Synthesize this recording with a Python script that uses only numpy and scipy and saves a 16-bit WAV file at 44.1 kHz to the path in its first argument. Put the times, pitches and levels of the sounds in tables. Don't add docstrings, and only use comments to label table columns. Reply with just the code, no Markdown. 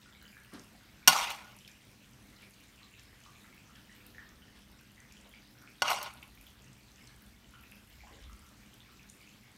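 import sys
import numpy as np
from scipy import signal
from scipy.fft import rfft, irfft
from scipy.io import wavfile
from scipy.ndimage import uniform_filter1d

SR = 44100
rng = np.random.default_rng(int(sys.argv[2]) if len(sys.argv) > 2 else 0)


def store_pcm(level_fs):
    pcm = np.round(np.clip(level_fs, -1, 1) * 32767).astype(np.int16)
    wavfile.write(sys.argv[1], SR, np.atleast_2d(pcm).T)


def volts(x):
    e = np.asarray(x, float) / 20
    return 10 ** e


N = 422037

# frequency in Hz, relative level in dB, t60 in s before scaling.
PAN = [(330, -35, 0.084), (604, -19, .1), (763, -13.5, 0.1), (953, -9.5, 0.11), (1076, -8, .1),
       (1250, -10.5, 0.032), (1443, -1, 0.077), (1846, -19, 0.023), (2057, -10.5, 0.074), (2300, -11, .06),
       (2560, -13, 0.041), (2810, 0.5, .04), (2920, -2.5, 0.038), (3295, -9, 0.065), (3710, -8.5, 0.036),
       (4430, -3.5, 0.053), (4580, -10, 0.063), (819, -11.5, .1), (5550, -5.5, 0.067), (5700, -9.5, 0.078),
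       (6360, -7, 0.039), (7270, -16.5, 0.066), (8220, -14.5, 0.049), (8150, -5.5, 0.011),
       (9550, -13, 0.051), (11160, -16.5, 0.061), (11800, -11, 0.032), (13300, -13, 0.022),
       (15300, -13, .02)]


def evened(x):
    return x / np.sqrt(np.mean(x ** 2) + 1e-20)


def read(points, hz):
    f, value = np.transpose(points)
    return np.interp(np.log(hz + 1), np.log(f + 1), value)


def add(mix, s, sound):
    part = mix[round(s * SR):][:len(sound)]
    part += sound[:len(part)]


def colour(x, points, tilt_db=0):
    hz = np.fft.rfftfreq(len(x), 1 / SR)
    gain_db = read(points, hz) + tilt_db * np.log2((hz + 50) / 2000)
    return irfft(rfft(x) * volts(gain_db), len(x))


def band(x, hz, width_hz):
    edges = np.clip([hz - width_hz / 2, hz + width_hz / 2], 5, SR / 2 - 100)
    return signal.sosfilt(signal.butter(2, edges, "bandpass", fs=SR, output="sos"), x)


def slow(rate):
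    t = np.arange(N) / SR
    knots = np.arange(0, t[-1] + 1, 1 / 14)
    values = uniform_filter1d(rng.standard_normal(len(knots)), max(1, round(7 / rate)))
    return evened(np.interp(t, knots, values))


def ring(hz, t60):
    t60 = max(t60, .002)
    t = np.arange(0, t60, 1 / SR)
    return volts(-60 * t / t60) * np.sin(2 * np.pi * hz * t)


def patchy(x, patch_db, bins, frames):
    z = signal.stft(x, nperseg=256)[2]
    patches = uniform_filter1d(rng.standard_normal(z.shape), bins, 0)
    patches = uniform_filter1d(patches, frames, 1)
    return evened(signal.istft(z * volts(patch_db * evened(patches)), nperseg=256)[1][:len(x)])


def kitchen_air():
    # frequency in Hz, relative density in dB per Hz.
    air_spectrum = [(15, -36.5), (25, -4), (44, -8), (102, -4), (157, -4), (206, -0.5), (451, -12.5),
                    (754, -13.5), (2410, -14), (5880, -20), (7710, -24.5), (8590, -24), (10400, -29),
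                    (12900, -24.5), (16000, -29)]
    # time in s, level in dB before wander.
    rumble_level = [(0, -67), (.6, -66.5), (2.1, -71), (5.0, -65.5), (5.8, -75), (6.2, -64.5), (7.7, -67),
                    (8.35, -56.5), (8.65, -66.5), (9.57, -72.5)]
    # centre in Hz, width in Hz, level in dB rms.
    tones = [(200.2, 14, -75), (226, 17, -74.5), (236, 36, -80)]
    # frequency in Hz, level in dB rms before swell and wander, share of swell.
    hum_partials = [(100.5, -78, .6), (200.5, -73, .3), (300.5, -78, .6), (400.5, -86, .7),
                    (500.6, -89, 1.1)]
    # start in s, end in s.
    swells = [(2.17, 2.62), (3.92, 4.27)]
    air_db, drone_db, swell_rise_db, swell_edge_s = -62, -69, 8, .1
    drone_wander_db, rumble_wander_db, hum_wander_db = 2.2, 1.5, 2.2

    t = np.arange(N) / SR
    air = patchy(colour(rng.standard_normal(N), air_spectrum), 1.6, bins=6, frames=20)
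    air = volts(air_db + .7 * slow(1)) * air
    rumble_db = np.interp(t, *np.transpose(rumble_level)) + rumble_wander_db * slow(2)
    rumble = volts(rumble_db) * evened(band(rng.standard_normal(N), 57, 27))
    drone = evened(band(rng.standard_normal(N), 122, 26))
    drone = volts(drone_db + drone_wander_db * slow(2.8)) * drone
    drones = sum(volts(db) * evened(band(rng.standard_normal(N), hz, width_hz))
                 for hz, width_hz, db in tones)
    swell_db = sum(swell_rise_db * np.clip(np.minimum(t - on, off - t) / swell_edge_s + .5, 0, 1)
                   for on, off in swells)
    hum = np.zeros(N)
    for hz, db, share in hum_partials:
        level = volts(db + share * swell_db + hum_wander_db * slow(3))
        hum += level * np.sqrt(2) * np.sin(2 * np.pi * (hz * t + rng.random()))
    return air + rumble + drone + drones + hum


def simmer():
    # start in s, level in dB, starting pitch in Hz.
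    loud_bubbles = [(0.059, -45.5, 1380), (0.224, -44, 1510), (0.368, -39, 1620), (0.749, -51.5, 720),
                    (1.028, -43.5, 2290), (1.608, -43.5, 3000), (1.649, -38.5, 3130), (1.678, -39.5, 2420),
                    (2.429, -40, 2300), (2.779, -46, 2720), (2.815, -50.5, 1110), (2.831, -38.5, 3980),
                    (2.939, -40, 2600), (3.261, -44, 1135), (3.358, -43, 2445), (3.442, -45.5, 1940),
                    (3.527, -44.5, 2126), (3.695, -48, 1250), (3.756, -46, 1663), (3.895, -41.5, 1870),
                    (4.147, -42.5, 1780), (4.182, -33, 1750), (4.419, -50.5, 1410), (4.481, -49.5, 1770),
                    (4.525, -52.5, 1980), (4.979, -43, 1935), (5.338, -38.5, 2250), (5.621, -45, 1445),
                    (5.675, -39, 2390), (6.375, -44, 2330), (6.467, -39, 3220), (7.076, -40, 4240),
                    (7.538, -42, 1343), (7.637, -40.5, 2500), (7.721, -37.5, 2550), (8.006, -41.5, 2270),
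                    (8.035, -44, 750), (8.07, -45, 1000), (8.241, -41.5, 3410), (8.296, -44, 1223),
                    (8.734, -42.5, 3110), (8.804, -40, 3470), (8.995, -42, 2470)]
    # frequency in Hz, relative density in dB per Hz.
    fizz_spectrum = [(410, -32), (700, -5.5), (1090, -0.5), (1380, -3), (1970, -6.5), (2630, 0),
                     (4990, -5.5), (13000, -15), (16000, -17)]
    # time in s, fizz level in dB.
    boil = [(0, -64), (.46, -65.5), (.9, -73), (1.601, -69), (2.15, -73.5), (2.4, -69), (2.9, -69),
            (3.4, -68), (4.021, -69.5), (4.9, -73), (5.28, -65.5), (5.75, -70), (6.7, -73), (7.01, -68.5),
            (7.32, -73), (8.1, -66.5), (8.85, -73.5), (9.3, -67), (9.57, -80)]
    pop_db, pop_spread_db, pop_low_hz, pop_high_hz = -54, 6, 1200, 3800
    rise_cycles, ring_cycles = 1.9, 26

    out, t = np.zeros(N), np.arange(2048) / SR
    pops = [(s * N / SR, pop_db + pop_spread_db * size, pop_low_hz * (pop_high_hz / pop_low_hz) ** pitch)
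            for s, size, pitch in rng.random((60, 3))]
    for s, db, hz in list(loud_bubbles) + pops:
        tone = np.sin(2 * np.pi * hz * (t + 6 * t ** 2))
        rise = np.sin(np.pi / 2 * np.minimum(t * hz / rise_cycles, 1)) ** 2
        add(out, s, volts(db - 60 * t * hz / ring_cycles) * rise * tone)
    fizz = np.zeros(N)
    for hz in np.geomspace(1500, 14000, num=30):
        t60 = 25 / hz
        rise = np.minimum(np.arange(0, max(t60, .002), 1 / SR) * hz / 3, 1)
        grain = volts(read(fizz_spectrum, hz)) * np.sqrt(hz) * evened(ring(hz, t60) * rise)
        for when, size in rng.random((60, 2)):
            add(fizz, when * N / SR, grain * (1.06 - size) ** -.55)
    return out + volts(np.interp(np.arange(N) / SR, *np.transpose(boil))) * evened(fizz)


def spits():
    # start in s, peak in dB before the microphone, centre in Hz.
    loud_spits = [(0.2259, -47, 14100), (0.5367, -42.5, 9100), (0.5947, -44, 6405), (1.349, -46, 6700),
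                  (1.5653, -43.5, 10130), (1.5878, -44.5, 6530), (1.6786, -46.5, 11580),
                  (2.9956, -45, 6700), (3.2365, -48.5, 6690), (4.0652, -43, 12500), (5.0025, -46.5, 7960),
                  (5.123, -43.5, 6650), (6.1374, -44.5, 9800), (6.2312, -45, 11800), (6.4118, -46, 10120),
                  (6.4682, -44.5, 15140), (6.7306, -48, 6970), (7.0723, -47.5, 6900),
                  (7.2205, -48.5, 12670), (7.7144, -46.5, 10360), (8.3305, -47, 6650), (9.0984, -38, 7900)]
    spatter_db = -60.5

    small = [(s * N / SR, spatter_db + 11 * size ** 2.5, 5000 + 9500 * pitch)
             for s, size, pitch in rng.random((280, 3))]
    out, t = np.zeros(N), np.arange(600) / SR
    for s, db, hz in list(loud_spits) + small:
        puff = band(rng.standard_normal(len(t)) * volts(-60 * t / .012), hz, 0.41 * hz)
        add(out, s, volts(db) * puff / abs(puff).max())
    return out


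def thud(rows, rise_s, width):
    out, t = np.zeros(N), np.arange(12000) / SR
    for s, db, hz, t60 in rows:
        puff = evened(band(rng.standard_normal(len(t)), hz, width * hz))
        add(out, s, volts(db - 60 * t / t60) * np.minimum(t / rise_s, 1) * puff)
    return out


def brushes():
    # start in s, level in dB, centre in Hz, t60 in s.
    rows = [(0.515, -50.5, 1200, 0.27), (0.525, -52, 3800, .2), (2.4, -53.5, 2600, 0.21),
            (2.97, -52, 2840, .15), (4.55, -53, 3270, 0.13), (5.25, -50, 745, .11), (8.1, -59.5, 400, 0.58)]
    return thud(rows, rise_s=.026, width=0.94)


def bumps():
    # start in s, level in dB, centre in Hz, t60 in s.
    rows = [(0.53, -47.5, 234, 0.34), (1.0781, -29.5, 175, 0.051), (5.822, -48.5, 171, 0.22)]
    return thud(rows, rise_s=0.0021, width=1)


def knocks():
    # start in s, level in dB, treble tilt in dB per octave,
    # ring against crack in dB, factor on the modes' t60.
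    contacts = [(1.0751, -1.5, 3, -16.5, 1.3), (1.0791, -12.5, -2, -2.5, 0.99),
                (1.0808, -8.5, 7.5, -18, 0.78), (1.1861, -33, 2, -3, .6), (1.302, -27, 7, -36, 0.55),
                (1.318, -50, 7, -4, 0.77), (5.8199, -15.5, -2.5, -5.5, 0.77), (5.8603, -40, -1, 1, .45),
                (5.88, -27, -2, -1, 0.66), (5.903, -25.5, 3.5, -5.5, 0.37), (6.028, -27.5, 12, -26.5, 0.27),
                (6.06, -39, -2, -5, 1.16)]
    # frequency in Hz, relative density in dB per Hz.
    crack = [(59, -56.5), (100, -21), (398, -20.5), (1060, 4), (2170, -18.5), (2860, -2), (4020, -11.5),
             (6150, -6), (6990, -6.5), (16000, -21.5)]
    crack_t60_s, rise_s = 0.057, 0.0011

    out, t = np.zeros(N), np.arange(4096) / SR
    for s, db, tilt_db, ring_db, free in contacts:
        burst = evened(colour(rng.standard_normal(len(t)), crack, tilt_db))
        hit = 0.3 * burst * volts(-60 * t / crack_t60_s)
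        place = rng.standard_normal(len(PAN))
        for (hz, mode_db, t60), p in zip(PAN, place):
            level_db = mode_db + ring_db + 1.5 * p + tilt_db * np.log2(hz / 2000)
            add(hit, 0, volts(level_db) * ring(hz, free * t60))
        add(out, s, volts(db) * hit * np.minimum(t / rise_s, 1))
    return out


def scrape(rows):
    # frequency in Hz, relative density in dB per Hz.
    grit = [(180, -56.5), (300, -24.5), (814, 1.5), (1340, 1.5), (1460, -5), (1640, -12), (2280, -1),
            (5340, -16), (7820, -19.5), (11500, -27.5), (16000, -39.5)]
    slips_per_s = 1500

    s, db, tilt_db = np.transpose(rows)
    t = np.arange(s[0], s[-1], 1 / SR)
    tilt_db = np.interp(t, s, tilt_db)
    slips = rng.random(len(t)) < slips_per_s / SR
    slips = slips * volts(2.8 * np.minimum(rng.exponential(1, len(t)), 4))
    modes = np.zeros(len(t))
    for hz, mode_db, t60 in PAN:
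        soft_db = (tilt_db - 3) * np.log2(hz / 2000)
        place_db = 4 * evened(uniform_filter1d(rng.standard_normal(len(t)), 1800))
        share = slips * rng.standard_normal(len(t)) * volts(mode_db + soft_db + place_db)
        modes += signal.oaconvolve(share, ring(hz, 0.72 * t60))[:len(t)]
    puffs = np.sqrt(signal.lfilter([1], [1, -.985], slips ** 2) + 3)
    rasp = patchy(colour(puffs * rng.standard_normal(len(t)), grit), 3.5, bins=3, frames=8)
    treble = band(rasp, 11000, 13000)
    rasp = rasp + (volts(2.0 * tilt_db + 3.0) - 1) * treble
    sound = 0.6 * evened(modes) + 0.76 * evened(rasp)
    level = np.sqrt(uniform_filter1d(sound ** 2, 2000) + 1e-9)
    pressure = volts(np.interp(t, s, db))
    return s[0], pressure * sound / level * signal.windows.tukey(len(t), .04)


def taps():
    # start in s, level in dB, centre in Hz, t60 in s.
    rows = [(1.676, -46.5, 4500, .03), (6.171, -54, 3800, .025), (6.227, -44, 2560, .031)]
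    return thud(rows, rise_s=.001, width=0.47)


def squeak(rows):
    s, hz, db = np.transpose(rows)
    t = np.arange(s[0], s[-1], 1 / SR)
    waver = 1 + 0.66 * evened(uniform_filter1d(rng.standard_normal(len(t)), 150))
    tone = np.sin(2 * np.pi * np.cumsum(np.interp(t, s, hz)) / SR)
    return s[0], waver * volts(np.interp(t, s, db)) * tone


def room(x):
    # frequency in Hz, t60 in s.
    decay = [(200, 0.25), (1000, 0.52), (4000, 0.24), (12000, 0.7)]
    echoes = np.zeros(SR)
    at = np.arange(300, SR - 20, 20) + rng.integers(0, 20, (SR - 301) // 20)
    echoes[at] = rng.choice([-1., 1.], len(at))
    hz, t, z = signal.stft(echoes, SR, nperseg=256)
    tail = signal.istft(z * volts(-60 * t / read(decay, hz)[:, None]), SR, nperseg=256)[1]
    return signal.oaconvolve(x, tail / np.linalg.norm(tail))[:N]


def scene():
    # time in s, pressure in dB,
    # treble tilt in dB per octave.
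    strokes = [
        [(1.09, -27, 7), (1.108, -28, 3), (1.236, -34.5, 1.5), (1.272, -40, -1), (1.304, -38.5, -4),
         (1.36, -49.5, 2.5), (1.58, -66, -11)],
        [(5.835, -38, -1), (5.845, -38, -2), (5.921, -29, 2), (5.965, -40, 1.5), (6.081, -47, -2.5),
         (6.12, -57, 0), (6.3, -71.5, -6)],
    ]
    # time in s, pitch in Hz, level in dB.
    squeaks = [
        [(5.87, 12200, -63), (5.9, 11900, -54), (5.935, 11100, -41)],
        [(7.8, 11600, -80.5), (7.9, 12100, -87.5), (7.98, 11800, -75), (8.06, 11000, -88)],
    ]
    # frequency in Hz, gain in dB.
    mic = [(30, -1), (6300, 2), (7500, -4), (8800, 0.5), (10500, -3), (12000, 1.5), (16000, -2)]
    near_room_db, far_room_db, spit_room_db, bump_room_db = -20, 3, -4.5, -2
    far_dry_db = -1.5

    spoon, pot, clicks = knocks(), simmer(), spits()
    puffs = bumps() + taps() + brushes()
    for rows in strokes:
        add(spoon, *scrape(rows))
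    for rows in squeaks:
        add(spoon, *squeak(rows))
    wet = room(volts(near_room_db) * spoon + volts(far_room_db) * pot + volts(spit_room_db) * clicks
               + volts(bump_room_db) * puffs)
    near = colour(spoon + clicks + puffs, mic)
    return (near + volts(far_dry_db) * pot + wet + kitchen_air())[None]


def band_limit(x):
    return signal.sosfilt(signal.butter(12, 16570, fs=SR, output="sos"), x)


def record(dry):
    low = signal.butter(3, 32, "highpass", fs=SR, output="sos")
    top = signal.cheby2(12, 60, 16700, fs=SR, output="sos")
    mix = np.clip(signal.sosfilt(np.vstack([low, top]), dry), -.97, .97)
    return band_limit(mix)


dry = scene()
out = record(dry)
store_pcm(out)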